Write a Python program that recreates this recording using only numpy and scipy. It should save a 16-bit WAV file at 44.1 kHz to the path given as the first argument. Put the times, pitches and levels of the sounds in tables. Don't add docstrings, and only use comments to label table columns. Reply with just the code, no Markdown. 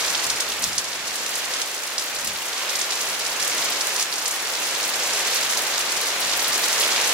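import sys
import numpy as np
from scipy import signal
from scipy.fft import rfft, irfft
from scipy.io import wavfile
from scipy.ndimage import uniform_filter1d

SR = 44100
rng = np.random.default_rng(int(sys.argv[2]) if len(sys.argv) > 2 else 0)


def dump_mix(stems):
    frames = np.atleast_2d(stems).T
    limited = np.clip(frames, -1, 1)
    pcm = np.round(limited * 32767).astype(np.int16)
    wavfile.write(sys.argv[1], SR, pcm)


def natural_amplitude(level_db):
    exponent = np.asarray(level_db, float) / 20
    return 10 ** exponent


N = 314433

# time in seconds, level of the far rain in dB.
DOWNPOUR_LEVEL = [(0.0, -33.5), (0.1, -33.5), (0.59, -37), (0.97, -38.5), (1.61, -36), (1.67, -39),
                  (2.22, -37.5), (2.32, -38.5), (2.68, -35.5), (3.29, -35.5), (3.57, -33.5), (3.98, -35),
                  (4.05, -37), (5.24, -32.5), (5.6, -33.5), (6.15, -33.5), (7.13, -30)]


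def level(x, db):
    return x * natural_amplitude(db) / np.sqrt(np.mean(x ** 2))


def rain_db():
    s, db = np.transpose(DOWNPOUR_LEVEL)
    return np.interp(np.arange(N) / SR, s, db)


def on_hz(points):
    hz, db = np.transpose(points)
    bin_hz = np.arange(N // 2 + 1) * SR / N
    return np.interp(np.log(bin_hz + 1e-3), np.log(hz), db)


def walk(rate):
    hold = int(SR / rate)
    steps = np.repeat(rng.standard_normal(N // hold + 1), hold)
    return 1.3 * uniform_filter1d(uniform_filter1d(steps, hold), hold)[:N]


def bumps(rows):
    t = np.arange(N) / SR
    return sum(height * np.exp(-.5 * ((t - s) / spread) ** 2) for s, height, spread in rows)


def add(pair, s, left_db, right_db, hz, cycles, left_late_s):
    place = np.floor(s * SR).astype(int)[:, None] + np.arange(-32, 64)
    phase = 2 * np.pi * rng.random((len(s), 1))
    for port, db, late_s in zip(pair, (left_db, right_db), (left_late_s, 0)):
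        turns = hz[:, None] * (place / SR - (s + late_s)[:, None])
        spread = np.where(turns < 0, .75 * cycles, cycles)
        shape = np.exp(-.5 * (turns / spread) ** 2)
        ring = np.cos(2 * np.pi * turns + phase)
        crack = .42 * np.cos(2 * np.pi * 1.6 * turns + phase)
        np.add.at(port, np.clip(place, 0, N - 1), natural_amplitude(db)[:, None] * shape * (ring + crack))


def downpour():
    # frequency in Hz, density in dB per Hz.
    hiss_colour = [(25, -23), (60, -25), (190, -14.5), (490, -1.5), (1000, -1), (2000, 0), (3500, -3.5),
                   (5500, -5), (7400, -6.5), (8600, -13), (11500, -14), (15000, -20), (16500, -30.5)]
    port_gap_ms, left_late_ms = 0.16, 0.037
    hz = np.arange(N // 2 + 1) * SR / N
    both = np.zeros((2, N // 2 + 1), complex)
    for side in np.linspace(-1, 1, 11):
        grain_db = 2.8 * rng.standard_normal(N) + 0.42 * walk(8.2)
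        drops = rng.standard_normal(N) * natural_amplitude(grain_db)
        turn = np.exp(1j * np.pi * hz * (side * port_gap_ms + left_late_ms) / 1000)
        both += rfft(drops) * np.array([1 / turn, turn])
    both += np.minimum(hz / 1500, 1.5) * rfft(rng.standard_normal((2, N)))
    hiss = irfft(both * natural_amplitude(on_hz(hiss_colour)), N)
    return level(hiss, 8.14) * natural_amplitude(rain_db())


def leaves(count):
    # time in
    # seconds, extra level in dB, spread in seconds.
    swells = [
        (0.08, 1, .05),
        (0.66, 5.5, 0.072),
        (1.45, 3.5, 0.31),
        (2.28, 8, 0.029),
        (2.68, 4.5, 0.095),
        (4.02, 7, 0.028),
        (5.4, 6.5, 0.076),
        (6.33, 9, 0.018),
        (6.85, 8, .03),
        (6.98, 8.5, 0.023),
    ]
    chance = rng.random((count, 4)).T
    s = chance[0] * N / SR
    patter_db = rain_db() - 1 + bumps(swells)
    db = patter_db[(s * SR).astype(int)] + 2.5 + 9 * chance[1] ** 2
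    hz = 2400 * 1.9 ** chance[2]
    out = np.zeros((2, N))
    add(out, s, db - 1.5, db, hz, cycles=1.2, left_late_s=2e-4 * chance[3] - 5e-5)
    return out


def fizz(clicks, t60_s):
    # lower edge in Hz, upper edge in Hz, level in dB.
    spray = [(1500, 3200, -33), (3200, 5000, -31), (5000, 7500, -31), (7500, 11000, -32),
             (11000, 16000, -33)]
    out = 0
    fade = natural_amplitude(-2 * 60 * np.arange(5000) / SR / t60_s)
    for low_hz, high_hz, db in spray:
        band = signal.butter(2, [low_hz, high_hz], "band", fs=SR, output="sos")
        splat_energy = np.sum(signal.sosfilt(band, clicks) ** 2, axis=0)
        energy = signal.fftconvolve(splat_energy, fade)[:N]
        droplets = rng.standard_normal((2, N)) * natural_amplitude(7.0 * rng.standard_normal((2, N)))
        out = out + np.sqrt(np.abs(energy)) * level(signal.sosfilt(band, droplets), db)
    return out


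def splats(s, db, hz, pan_db, echo_db, lag_ms):
    out = np.zeros((2, N))
    add(out, s, db + pan_db, db, hz, cycles=.85, left_late_s=6e-5)
    wall_db = db + echo_db + 10 * np.log10((1 + natural_amplitude(2 * pan_db)) / 2)
    add(out, s + lag_ms / 1000, wall_db - .5, wall_db + .5, 1.12 * hz, cycles=.8, left_late_s=2e-5)
    return out + fizz(out, t60_s=.12)


def spatter(count, floor_db, range_db, skew, low_hz, spread):
    chance = rng.random((count, 6)).T
    s = chance[0] * N / SR
    db = rain_db()[(s * SR).astype(int)] - 2 + floor_db + range_db * chance[1] ** skew
    hz = low_hz * spread ** chance[2]
    pan_db = -8 + 9 * chance[3]
    echo_db = -5 + 8 * chance[4]
    lag_ms = 3.0 + 0.711 * chance[5]
    return s, db, hz, pan_db, echo_db, lag_ms


def roof_water():
    # time in seconds, right peak in dB, ring in Hz, wall echo in dB.
    big_splats = [(.08, -8.5, 4400, -1), (.1491, -8, 3400, 1.5), (0.2403, -14.5, 6600, 8),
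                  (.2675, -8, 6400, -1), (.3003, -5.5, 4800, 2), (.4038, -6.5, 5100, 3.5),
                  (.6304, -14, 4140, 3), (0.638, -10, 5300, 8.5), (0.644, -6, 8500, -12),
                  (0.7805, -2, 5200, -0.5), (1.2618, -10.5, 5800, 2), (1.3545, -8, 6860, -0.5),
                  (1.5376, -7.5, 5000, -4), (1.6173, -6, 5200, -3), (1.9815, -4.5, 4900, -1.5),
                  (2.2729, -7.5, 6740, 1), (2.814, -8, 5100, 3), (2.9064, -8, 4960, 1),
                  (3.2647, -8.5, 5250, 3), (3.476, -9.5, 7100, 5.5), (3.579, -11.5, 4930, 5.5),
                  (3.81, -5.5, 5040, 0), (3.9625, -9.5, 5400, 3.5), (4.0093, -7, 5400, 1),
                  (4.0241, -7, 5700, 4.5), (4.2785, -7.5, 7160, 2), (5.1337, -7, 5270, 0),
                  (5.5084, -13.5, 7400, 7), (5.571, -9.5, 4900, 2.5), (5.7781, -10, 4630, 4.5)]
    # time in seconds, right peak in dB, ring in Hz.
    wall_drips = [(.1012, -8, 5800), (.8422, -14, 5400), (1.0757, -15, 5700), (1.3805, -14, 7240),
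                  (1.7444, -15, 6100), (1.8337, -13, 6600), (1.9953, -11, 5000), (2.1866, -14, 5670),
                  (2.5774, -13, 4900), (2.7544, -8, 5200), (2.79, -10, 6030), (3.0098, -9, 5330),
                  (3.4031, -10, 4800), (3.425, -8, 5300), (3.9895, -14, 7400), (4.2577, -7, 5000),
                  (4.3101, -8, 6470), (4.829, -10, 5500), (5.0116, -23, 5700), (5.3451, -7, 11300),
                  (5.3586, -7, 4870), (5.809, -9, 5400), (5.965, -11, 5360), (6.313, -13, 4900),
                  (6.4809, -6.5, 9900), (6.5413, -9, 5860), (6.6388, -7, 4600), (6.8608, -10, 4400),
                  (6.9193, -8.5, 4500), (6.9968, -19, 6000)]
    # time in seconds, right peak in dB, ring in Hz.
    open_drips = [(.1768, -9, 5000), (0.623, -7, 7700), (1.156, -11, 7500), (2.2469, -6.5, 7700),
                  (2.6952, -11, 5100), (3.658, -9, 4700), (3.8701, -6, 7300), (4.1582, -9, 6300),
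                  (4.1824, -10, 5800), (4.8399, -11, 4600), (5.1722, -13, 7100), (5.6188, -8, 7800),
                  (2.9554, -10, 6900), (3.997, -5, 5100), (4.1268, -9, 4560), (4.9381, -14, 5100),
                  (5.0344, -8, 6300), (5.412, -14, 6000), (5.5745, -8, 5400), (5.921, -7, 6000),
                  (6.0306, -10, 6300), (6.2467, -12, 6400), (6.3321, -9, 3600), (6.3938, -8, 5300),
                  (6.5271, -8, 6700), (6.5576, -7.5, 4700), (6.7293, -4, 5900), (6.8374, -14, 4500),
                  (7.0125, -12, 6200), (7.0416, -12, 5200)]
    wall_echo_db, open_echo_db = 1, -3
    small_drips = [(*row, wall_echo_db) for row in wall_drips] + [(*row, open_echo_db) for row in open_drips]
    s, db, hz, echo_db = np.transpose(big_splats + small_drips)
    chance = rng.standard_normal((len(s), 2)).T
    pan_db = -5.5 + 1.6 * chance[0]
    lag_ms = 3.4 + .13 * chance[1]
    drips = s, db, hz, pan_db, echo_db, lag_ms
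    stray = spatter(count=170, floor_db=18, range_db=4, skew=1.5, low_hz=4500, spread=2.2)
    fine = spatter(count=2500, floor_db=10.0, range_db=14, skew=2.8, low_hz=3600, spread=2.98)
    return splats(*np.hstack([drips, stray, fine]))


def wind():
    # frequency in Hz, density in dB per Hz.
    rumble_colour = [(20, -14), (50, -3), (120, -1), (270, 0), (400, -12), (700, -36)]
    # time in seconds, level in dB, spread in seconds.
    gusts = [(0.1, -53, 0.091), (0.32, -46.5, 0.055), (0.65, -41.5, 0.042), (0.76, -48.5, 0.043),
             (0.5, -54, .05), (1.0, -52, .1), (1.45, -61, .15), (2.28, -46, 0.066), (3.3, -61, 0.33),
             (3.63, -58, 0.053), (5.96, -57, .03), (6.27, -53, 0.089), (6.52, -55, .06)]
    calm_db = -69.5
    shared, left, right = irfft(rfft(rng.standard_normal((3, N))) * natural_amplitude(on_hz(rumble_colour)), N)
    buffeting = np.array([left, right]) + 1.15 * shared
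    strength = natural_amplitude(calm_db) + bumps([(s, natural_amplitude(db), spread) for s, db, spread in gusts])
    return level(buffeting, -0.35) * strength * natural_amplitude(np.array([[.5], [-.5]]))


def scene():
    return downpour() + leaves(count=4000) + roof_water() + wind()


def low_pass(x):
    return signal.sosfilt(signal.butter(12, 17050, fs=SR, output="sos"), x)


def record(dry):
    # frequency in Hz, left minus right in dB.
    port_tilt = [(60, 0), (400, 0), (1300, 0), (2400, -2), (4400, 0.5), (6500, -2), (7600, 1), (8800, 4),
                 (11000, 4.5), (13000, 1.5), (16000, -1)]
    half_each = np.array([[.5], [-.5]])
    ports = irfft(rfft(dry) * natural_amplitude(half_each * on_hz(port_tilt)), N)
    low_cut = signal.butter(2, 25, "high", fs=SR, output="sos")
    top_cut = signal.ellip(12, .2, 75, 15780, fs=SR, output="sos")
    mix = signal.sosfilt(np.vstack([low_cut, top_cut]), ports)
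    return low_pass(mix)


dry = scene()
out = record(dry)
dump_mix(out)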